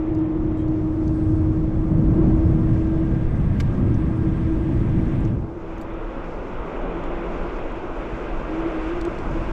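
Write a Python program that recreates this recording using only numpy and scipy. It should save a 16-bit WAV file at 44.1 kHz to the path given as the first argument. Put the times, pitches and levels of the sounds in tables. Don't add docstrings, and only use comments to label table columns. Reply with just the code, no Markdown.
import sys
import numpy as np
from scipy import signal
from scipy.fft import rfft, irfft, next_fast_len
from scipy.io import wavfile
from scipy.ndimage import uniform_filter1d

SR = 44100
rng = np.random.default_rng(int(sys.argv[2]) if len(sys.argv) > 2 else 0)


def transcribe(signal):
    frames = np.atleast_2d(signal).T
    limited = np.clip(frames, -1, 1)
    pcm = np.round(limited * 32767).astype(np.int16)
    wavfile.write(sys.argv[1], SR, pcm)


def natural_amplitude(level_db):
    exponent = np.asarray(level_db, float) / 20
    return 10 ** exponent


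N = 419832
TIME = np.arange(N) / SR


def rms_one(x):
    return x / np.sqrt(np.mean(x ** 2) + 1e-20)


def in_time(rows):
    s, *columns = np.transpose(rows)
    return [np.interp(TIME, s, c) for c in columns]


def swell(s, attack_s, hold_s, release_s):
    return np.interp(TIME, s + np.cumsum([0, attack_s, hold_s, release_s]), [0, 1, 1, 0])


def drift(rate):
    thin, settle = 40, 2000
    r = np.exp(-2 * thin * np.pi * rate / SR)
    white = rng.standard_normal(N // thin + settle + 2)
    slow = signal.lfilter([1], [1, -2 * r, r * r], white)[settle:]
    return np.interp(np.arange(N) / thin, np.arange(len(slow)), rms_one(slow - slow.mean()))


def coloured(spectrum, patchy_db, rate):
    hz, db = np.transpose(spectrum)
    size = next_fast_len(N)
    octave = np.log2(np.maximum(np.fft.rfftfreq(size, 1 / SR), 1))
    shaped = rfft(rng.standard_normal(size)) * natural_amplitude(np.interp(octave, np.log2(hz), db, -120, -120))
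    out, together = 0, drift(rate / 3)
    for centre in np.arange(np.log2(hz[0]), np.log2(hz[-1]) + .5, .5)[:10]:
        band = np.cos(np.pi * np.clip(octave - centre, -.5, .5)) ** 2
        flicker_db = patchy_db * (0.81 * together + drift(rate))
        out = out + natural_amplitude(flicker_db) * irfft(shaped * band, size)[:N]
    return rms_one(out)


def resonant(x, hz, width_hz):
    r = np.exp(-np.pi * width_hz / SR)
    poles = [1, -2 * r * np.cos(2 * np.pi * hz / SR), r * r]
    return signal.lfilter(np.array([1, 0, -1]) * (1 - r * r) / 2, poles, x)


def narrow_noise(hz, width_hz):
    return rms_one(resonant(resonant(rng.standard_normal(N), hz, width_hz), hz, width_hz))


def tone(hz):
    return np.sqrt(2) * np.sin(2 * np.pi * np.cumsum(hz) / SR)


def puff(white, peak_ms):
    x = 1000 * np.arange(len(white)) / SR / peak_ms
    return white * x * np.exp(1 - x)


def hush():
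    drops_s, rise_s = 4.96, 1
    return 1 - np.exp(-np.maximum(TIME - drops_s, 0) / rise_s)


def lull():
    return swell(5.27, attack_s=.11, hold_s=.11, release_s=.22)


# (time [s], magnet tone [Hz], hum level [dB], deck ringing [dB])
MOTOR_PULLS = [(0, 315.7, -24.5, -29), (.5, 313.4, -24.5, -29.5), (1.3, 313.6, -23.5, -31),
               (1.9, 317, -27.5, -33.5), (2.22, 317.8, -22.5, -24.5), (2.75, 320.5, -25.5, -37),
               (3.05, 323, -25, -32), (3.42, 324.6, -42.5, -46), (3.55, 321.4, -55, -41),
               (3.75, 314, -34.5, -31.5), (4.1, 320.5, -29, -33), (4.7, 319.7, -29, -29.5),
               (5.2, 320.2, -33.5, -36), (5.4, 326.3, -38.5, -36), (6.05, 329, -38.5, -37),
               (6.4, 335.3, -54, -36.5), (8.1, 313, -57, -31.5), (9.52, 302, -62.5, -37)]
# (time [s], length [s], change [dB])
DRIVE_SLACK = [(3.6, .12, -10), (4.03, .02, -4), (4.34, .05, -5), (4.46, .1, 2), (4.84, .02, -7),
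               (5.04, .03, -3), (5.19, .05, 4), (5.3, .04, -4), (5.52, .02, -3), (6.03, .04, -4),
               (6.2, .1, 7)]


def motor():
    deck_hz, deck_width_hz, edge_s = 336.7, 28, .03
    hz, hum_db, deck_db = in_time(MOTOR_PULLS)
    loose = np.clip((TIME - 3.5) / 2, 0, 1)
    hz = hz + (.4 + 1.6 * loose) * drift(6.0)
    hum_db = hum_db + sum(db * swell(s, edge_s, length, edge_s) for s, length, db in DRIVE_SLACK)
    hum = tone(hz) * natural_amplitude((1.0 + 1.5 * hush()) * drift(27.0)) + natural_amplitude(-25.5) * tone(2 * hz)
    deck = 0.5 * narrow_noise(deck_hz, deck_width_hz)
    deck = deck + (0.45 - 0.15 * hush()) * tone(deck_hz + 17 * drift(13.78))
    still_db = -9 * swell(8.44, attack_s=.05, hold_s=.62, release_s=.05)
    return natural_amplitude(hum_db) * hum + natural_amplitude(deck_db + still_db + 1.2 * drift(9.1)) * deck


# (time [s], length [s], start pitch [Hz], end pitch [Hz], level [dB])
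JUDDER_SURGES = [(8.5, .11, 314, 330, -27), (8.63, .065, 322, 342, -25), (8.72, .16, 318, 322, -27.5),
                 (8.88, .06, 326, 350, -28), (8.945, .05, 350, 342, -28.5), (9.01, .07, 324, 350, -26),
                 (9.13, .04, 330, 324, -35), (9.26, .04, 330, 338, -35), (9.355, .025, 335, 331, -27),
                 (9.41, .025, 328, 324, -30), (9.5, .02, 335, 340, -31)]


def judder():
    edge_s, grows_db = 0.014, 2
    s, length, from_hz, to_hz, db = np.transpose(JUDDER_SURGES)
    ends = np.ravel([s, s + length], order="F")
    hz = np.interp(TIME, ends, np.ravel([from_hz, to_hz], order="F")) + 2.5 * drift(26.0)
    level_db = np.interp(TIME, ends, np.ravel([db - grows_db / 2, db + grows_db / 2], order="F"))
    surges = [swell(start - edge_s, edge_s, span, edge_s) for start, span in zip(s, length)]
    level = np.max(surges, axis=0) * natural_amplitude(level_db - 1.5 + 2.5 * drift(22.0))
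    return level * (tone(hz) + natural_amplitude(-23.0) * tone(2 * hz))


# (time [s], roar level [dB], brightness [dB], air hiss over the mudguard [dB])
TYRE_COURSE = [(0, -38, 0.5, -71.5), (.48, -37.5, -0.5, -72), (1.14, -38.5, -0.5, -67),
               (1.9, -38, -0.5, -69.5), (2.25, -33.5, -0.5, -66), (2.8, -38.5, 1.5, -66.5),
               (3.47, -40, 2.5, -67.5), (3.7, -38, 2, -67), (4.08, -39, 2, -67), (5.2, -38, 2.5, -65.5),
               (5.6, -40, 1.5, -69.5), (6, -35.5, 1, -69), (6.47, -34.5, 0.5, -67), (6.9, -31.5, 1, -67),
               (7.95, -33.5, 1.15, -64.5), (8.65, -31.5, 1.5, -63.5), (9.1, -34, 2, -61.5),
               (9.52, -32.5, 1.5, -61)]
# (frequency [Hz], density [dB per Hz])
ROAR_SPECTRUM = [(60, -23.5), (140, -9), (240, -2), (400, 0.5), (600, -2), (800, -9.5), (1100, -17.5),
                 (1500, -30)]
SING_SPECTRUM = [(650, -6.5), (900, 1), (1200, -1), (1400, -5), (1620, -13), (1750, -22.5), (2100, -30)]
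TREAD_SPECTRUM = [(1100, -15.5), (1700, 1.5), (2000, 0.5), (2650, -5.5), (3000, -9), (3500, -11),
                  (4100, -23), (5000, -39)]
AIR_SPECTRUM = [(3200, -2), (4200, 1), (5500, 0.5), (7400, -4.5), (8500, -15), (10500, -20), (12300, -27),
                (15500, -36)]
# (frequency [Hz], width [Hz], level [dB])
TREAD_RESONANCES = [(1483, 340, -2.5), (2510, 600, -1)]


def road():
    roar_db, bright_db, air_db = in_time(TYRE_COURSE)
    calm, duck_db = hush(), -8 * lull()
    sing_db = -37.5 - 10 + 0.8 * (roar_db + 38) + bright_db + 1.5 * calm
    tread_db = -37.5 - 18.5 + 0.86 * (roar_db + 38) + 2.5 * bright_db
    roar = natural_amplitude(roar_db) * coloured(ROAR_SPECTRUM, patchy_db=0.6, rate=4.5)
    sing = natural_amplitude(sing_db + 0.36 * duck_db) * coloured(SING_SPECTRUM, patchy_db=0.67, rate=10.0)
    tread = sing + natural_amplitude(tread_db + duck_db) * coloured(TREAD_SPECTRUM, patchy_db=0.65, rate=12.0)
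    lift = sum(natural_amplitude(db) * resonant(tread, hz, width) for hz, width, db in TREAD_RESONANCES)
    tread = tread + calm * lift
    tread = tread - 0.47 * calm * resonant(tread, hz=1750, width_hz=160)
    air = natural_amplitude(air_db + 0.55 * duck_db) * coloured(AIR_SPECTRUM, patchy_db=1.0, rate=12.0)
    return roar + tread + air


# (time [s], gust level [dB])
WIND_GUSTS = [(0, -32.5), (.4, -28.5), (.8, -25.5), (1.3, -23), (1.75, -23), (2.15, -16.5), (2.9, -21),
              (3.7, -20.5), (4.6, -23), (5.2, -20.5), (5.42, -25), (5.56, -36.5), (5.95, -39), (7.0, -41),
              (7.9, -38.5), (9.15, -36.5), (9.38, -26.5), (9.52, -34)]
# (frequency [Hz], density [dB per Hz])
BUFFET_SPECTRUM = [(12, 0.5), (25, -3.5), (42, -3.5), (70, -23), (110, -36.5)]
GUST_SPECTRUM = [(30, -6.5), (55, -0.5), (120, 0.5), (200, -5.5), (280, -10.5), (420, -23.5), (700, -35.5)]


def wind():
    gust_db, = in_time(WIND_GUSTS)
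    hushed_s = np.maximum(TIME - 4.96, 0)
    buffet_db = -27.5 + 0.64 * (np.maximum(gust_db, -31) + 20.5)
    buffet_db = buffet_db + 1.5 * hushed_s - 11.0 * lull()
    deep = natural_amplitude(buffet_db) * coloured(BUFFET_SPECTRUM, patchy_db=1.5, rate=5.2)
    rumble_db = gust_db + 1.5 - 4.3 * hush()
    return deep + natural_amplitude(rumble_db) * coloured(GUST_SPECTRUM, patchy_db=1.2, rate=6.5)


# (time [s], level [dB], edge sharpness [dB])
STONE_CONTACTS = [
    (3.6008, -23, -11),
    (3.6044, -24, 1),
    (3.6072, -31, 0),
    (3.6105, -33, -9),
]
# (frequency [Hz], level [dB], decay time t60 [s])
DECK_MODES = [(1160, -5, 0.076), (1595, -6, 0.097), (2230, 3, 0.03), (2980, -8, 0.035), (3550, -8, 0.035),
              (4120, -8, 0.027), (4870, -7, 0.022), (5500, -11, .02), (5900, -7.5, 0.028),
              (7080, -12, .015), (7770, -8, 0.018), (9750, -12, 0.014), (12300, -11, .015),
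              (14200, -12, .01)]


def stone():
    s, db, edge_db = np.transpose(STONE_CONTACTS)
    start, size = int(s[0] * SR), SR // 4
    at = (s * SR).astype(int) - start
    hit, out = np.zeros(size), np.zeros(N)
    for hz, mode_db, t60 in DECK_MODES:
        sharp_db = edge_db * (4500 < hz < 9000)
        strike_db = db + mode_db + sharp_db - 7.5 + rng.normal(0, 1.5, len(at))
        clicks = np.zeros(size)
        clicks[at] = natural_amplitude(strike_db) * rng.choice([-1, 1], len(at))
        r, w = natural_amplitude(-60 / (0.66 * t60 * SR)), 2 * np.pi * hz / SR
        hit += signal.lfilter([0, np.sin(w)], [1, -2 * r * np.cos(w), r * r], clicks)
    clicks = np.zeros(size)
    clicks[at] = natural_amplitude(db - 4.0)
    crack_s = 0.0024
    decay = signal.lfilter([1], [1, -np.exp(-1 / (crack_s * SR))], clicks)
    crack_band = signal.butter(2, [900, 1.04 * 5750], "band", fs=SR, output="sos")
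    hit += signal.sosfilt(crack_band, decay * rng.standard_normal(size))
    out[start:start + size] = signal.sosfilt(signal.butter(2, 7700, fs=SR, output="sos"), hit)
    haze_band = signal.butter(1, [2500, 8000], "band", fs=SR, output="sos")
    haze = rms_one(signal.sosfilt(haze_band, rng.standard_normal(N)))
    return out + natural_amplitude(-61) * swell(3.578, attack_s=.015, hold_s=.02, release_s=.04) * haze


# (time [s], peak level [dB], brightest frequency [Hz], lowest frequency [Hz], relative top level [dB])
GRIT_GRAINS = [(0.1475, -49.5, 6200, 3800, -16), (0.186, -58, 6500, 4500, -29),
               (0.5704, -61, 7500, 3000, -19), (0.6809, -51, 5700, 3600, -17.5),
               (1.077, -43.5, 5900, 3800, -19), (1.8794, -60, 5500, 3500, -31),
               (3.1394, -59, 5010, 3500, -39), (3.9424, -45, 5630, 4500, -26), (4.17, -59, 9800, 8800, -16),
               (4.529, -64, 9600, 8540, -20), (5.0194, -60, 10200, 8500, -18),
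               (5.203, -54, 9500, 6000, -18), (5.249, -44.5, 6200, 5200, -26),
               (5.7788, -52, 6000, 5200, -10), (5.7995, -61, 7100, 6600, -16),
               (5.8122, -42.5, 6900, 3300, -10), (5.8175, -50.5, 7100, 6500, -16),
               (5.829, -59, 8800, 5000, -14), (5.9363, -54, 5700, 4800, -15), (6.241, -54, 4910, 3800, -20),
               (6.6594, -62, 8250, 4540, -22), (7.0373, -46, 6640, 2600, -34),
               (7.7187, -54, 7000, 5900, -39), (8.2, -58, 5000, 3830, -35), (8.5894, -55, 5600, 5200, -33),
               (9.011, -36, 6850, 3300, -25), (9.0493, -36.5, 7500, 3000, -26),
               (9.148, -53, 5650, 3900, -35), (9.185, -43, 7400, 3300, -28), (9.31, -53, 6500, 5200, -28)]


def grit():
    size = 1500
    top = signal.butter(2, [11500, 12900], "band", fs=SR, output="sos")
    out, noise = np.zeros(N + size), rng.standard_normal((len(GRIT_GRAINS), size))
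    for (s, db, hz, low_hz, top_db), white in zip(GRIT_GRAINS, noise):
        tick = puff(white, peak_ms=1.8)
        wide = signal.sosfilt(signal.butter(4, low_hz, "high", fs=SR, output="sos"), tick)
        wide = signal.sosfilt(signal.butter(4, 0.99 * hz, fs=SR, output="sos"), wide)
        ring = resonant(resonant(tick, hz, width_hz=600), hz, width_hz=600)
        edge = rms_one(signal.sosfilt(top, tick)) + 0.4 * rms_one(resonant(tick, hz=14300, width_hz=1500))
        body = resonant(wide, 1.2 * low_hz, width_hz=900)
        grain = rms_one(wide) + .6 * rms_one(body) + .5 * rms_one(ring) + natural_amplitude(top_db + 4.0) * edge
        out[round(s * SR):][:size] += natural_amplitude(db) * grain / np.abs(grain).max()
    return out[:N]


# (time [s], length [s], level [dB])
DRONE_SPELLS = [
    (5.68, .1, -44),
    (5.94, .1, -47),
    (6.139, 0.25, -47),
    (6.601, 0.073, -44),
    (6.82, 0.24, -39),
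    (7.1, .17, -43),
    (7.302, 0.18, -41.5),
    (7.8, 0.13, -56),
    (8.2, 0.61, -47.5),
]


def drone():
    edge_s = 0.031
    level = sum(natural_amplitude(db) * swell(s - edge_s, edge_s, length, edge_s) for s, length, db in DRONE_SPELLS)
    return level * natural_amplitude(2.5 * drift(9.0)) * tone(174 + 3 * drift(8.0))


# (time [s], whine level [dB])
CONTROLLER_DRIVE = [(0, -92), (.7, -89.5), (1.2, -76.5), (1.6, -84.5), (2.3, -80), (4.5, -79.5), (5.2, -79),
                    (5.6, -95), (7.8, -91.5), (8.6, -85), (9.52, -81.5)]
# (frequency [Hz], width [Hz], level [dB])
SWITCHING_BANDS = [(7822, 10, -12), (7770, 320, -3), (8142, 8, -10), (8230, 260, 1.5), (8630, 14, -14),
                   (8750, 200, -5), (9050, 300, -8)]
# (time [s], length [s])
HIGH_BAND_SPELLS = [
    (-.4, 2.2),
    (2.9, 3.47),
]


def whine():
    drive_db, = in_time(CONTROLLER_DRIVE)
    awake = np.clip(TIME / 2.8, .3, 1)
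    bands = sum(natural_amplitude(db) * narrow_noise(hz, width) for hz, width, db in SWITCHING_BANDS)
    on = sum(swell(s, .35, length, 0.04) for s, length in HIGH_BAND_SPELLS)
    high = narrow_noise(hz=12200, width_hz=1150) + natural_amplitude(-9.0) * narrow_noise(hz=13700, width_hz=1800)
    high = on * natural_amplitude(-90.5 + 2.2 * drift(12.0) + .8 * drift(1.5)) * high
    frame_level = awake * natural_amplitude(drive_db + 24) + natural_amplitude(-59.5) * hush() ** 4
    frame = frame_level * narrow_noise(hz=1598, width_hz=50)
    return frame + natural_amplitude(drive_db + .5 * drift(4.2)) * bands + high


def scuff():
    brush = narrow_noise(hz=3200, width_hz=140) + 0.4 * narrow_noise(hz=3850, width_hz=140)
    brush = brush + natural_amplitude(-7.0) * narrow_noise(hz=7000, width_hz=3300)
    return natural_amplitude(-63.5) * swell(.56, attack_s=.015, hold_s=.035, release_s=.05) ** 2 * brush


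# (time [s], peak level [dB], ring frequency [Hz])
DUST_TICKS = [(0.382, -67, 9020), (0.9338, -68, 9570), (2.368, -70, 9010), (2.9901, -72, 9040),
              (3.05, -68.5, 9340), (4.4832, -71, 9670), (4.5815, -66, 9000), (4.6009, -62, 9170),
              (4.6372, -69.5, 10100), (4.8404, -71, 9100), (4.8588, -67, 9000), (4.9891, -64, 9260),
              (5.5283, -70, 9250), (5.9017, -69.5, 12100), (6.335, -67.5, 12100), (6.4832, -67, 12470),
              (7.2592, -71, 10400), (7.5767, -77, 9130), (8.3406, -74, 9900), (8.772, -69, 8930),
              (9.1341, -71, 9680), (9.3038, -68, 9000)]


def dust():
    size, width_hz = 600, 1500
    out, noise = np.zeros(N + size), rng.standard_normal((len(DUST_TICKS), size))
    for (s, db, hz), white in zip(DUST_TICKS, noise):
        tick = resonant(resonant(puff(white, peak_ms=1.2), hz, width_hz), hz, width_hz)
        out[round(s * SR):][:size] += natural_amplitude(db - 1) * tick / np.abs(tick).max()
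    return out[:N]


def squeak():
    start_s, fall_hz_per_s = 1.2, 1200
    hz = 8290 - fall_hz_per_s * np.clip(TIME - start_s, 0, 1)
    return natural_amplitude(-75) * swell(start_s, attack_s=.04, hold_s=.12, release_s=.06) * tone(hz)


def treble_gate(x):
    size, group = 2048, 16
    half = size // 2
    hz, s, cells = signal.stft(x, SR, nperseg=size)
    power = (np.abs(cells[:, :half]) ** 2).reshape(len(x), half // group, group, -1).mean(axis=2)
    power = uniform_filter1d(power, size=2, axis=2)
    threshold_db = -114.5 - 1.5 * hush() + 1.8 * drift(9.0)
    gate_db = np.interp(s, TIME, threshold_db)
    shut = np.repeat(power < natural_amplitude(2 * gate_db), group, axis=1) & (hz[:half, None] > 8600)
    cells[:, :half] *= np.where(shut, natural_amplitude(-20), 1)
    return signal.istft(cells, SR, nperseg=size)[1][:, :N]


def scene():
    ride = motor() + judder() + road() + wind()
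    strikes = stone() + grit() + dust()
    return (ride + strikes + drone() + whine() + scuff() + squeak())[None]


def top_cut(x):
    return signal.sosfilt(signal.butter(12, 15600, fs=SR, output="sos"), x)


def record(dry):
    fade_s = .004
    fade = np.clip((N - np.arange(N)) / SR / fade_s, 0, 1)
    rounded = 0.62 * np.tanh(fade * dry / 0.59)
    mix = treble_gate(rounded)
    return top_cut(mix)


dry = scene()
out = record(dry)
transcribe(out)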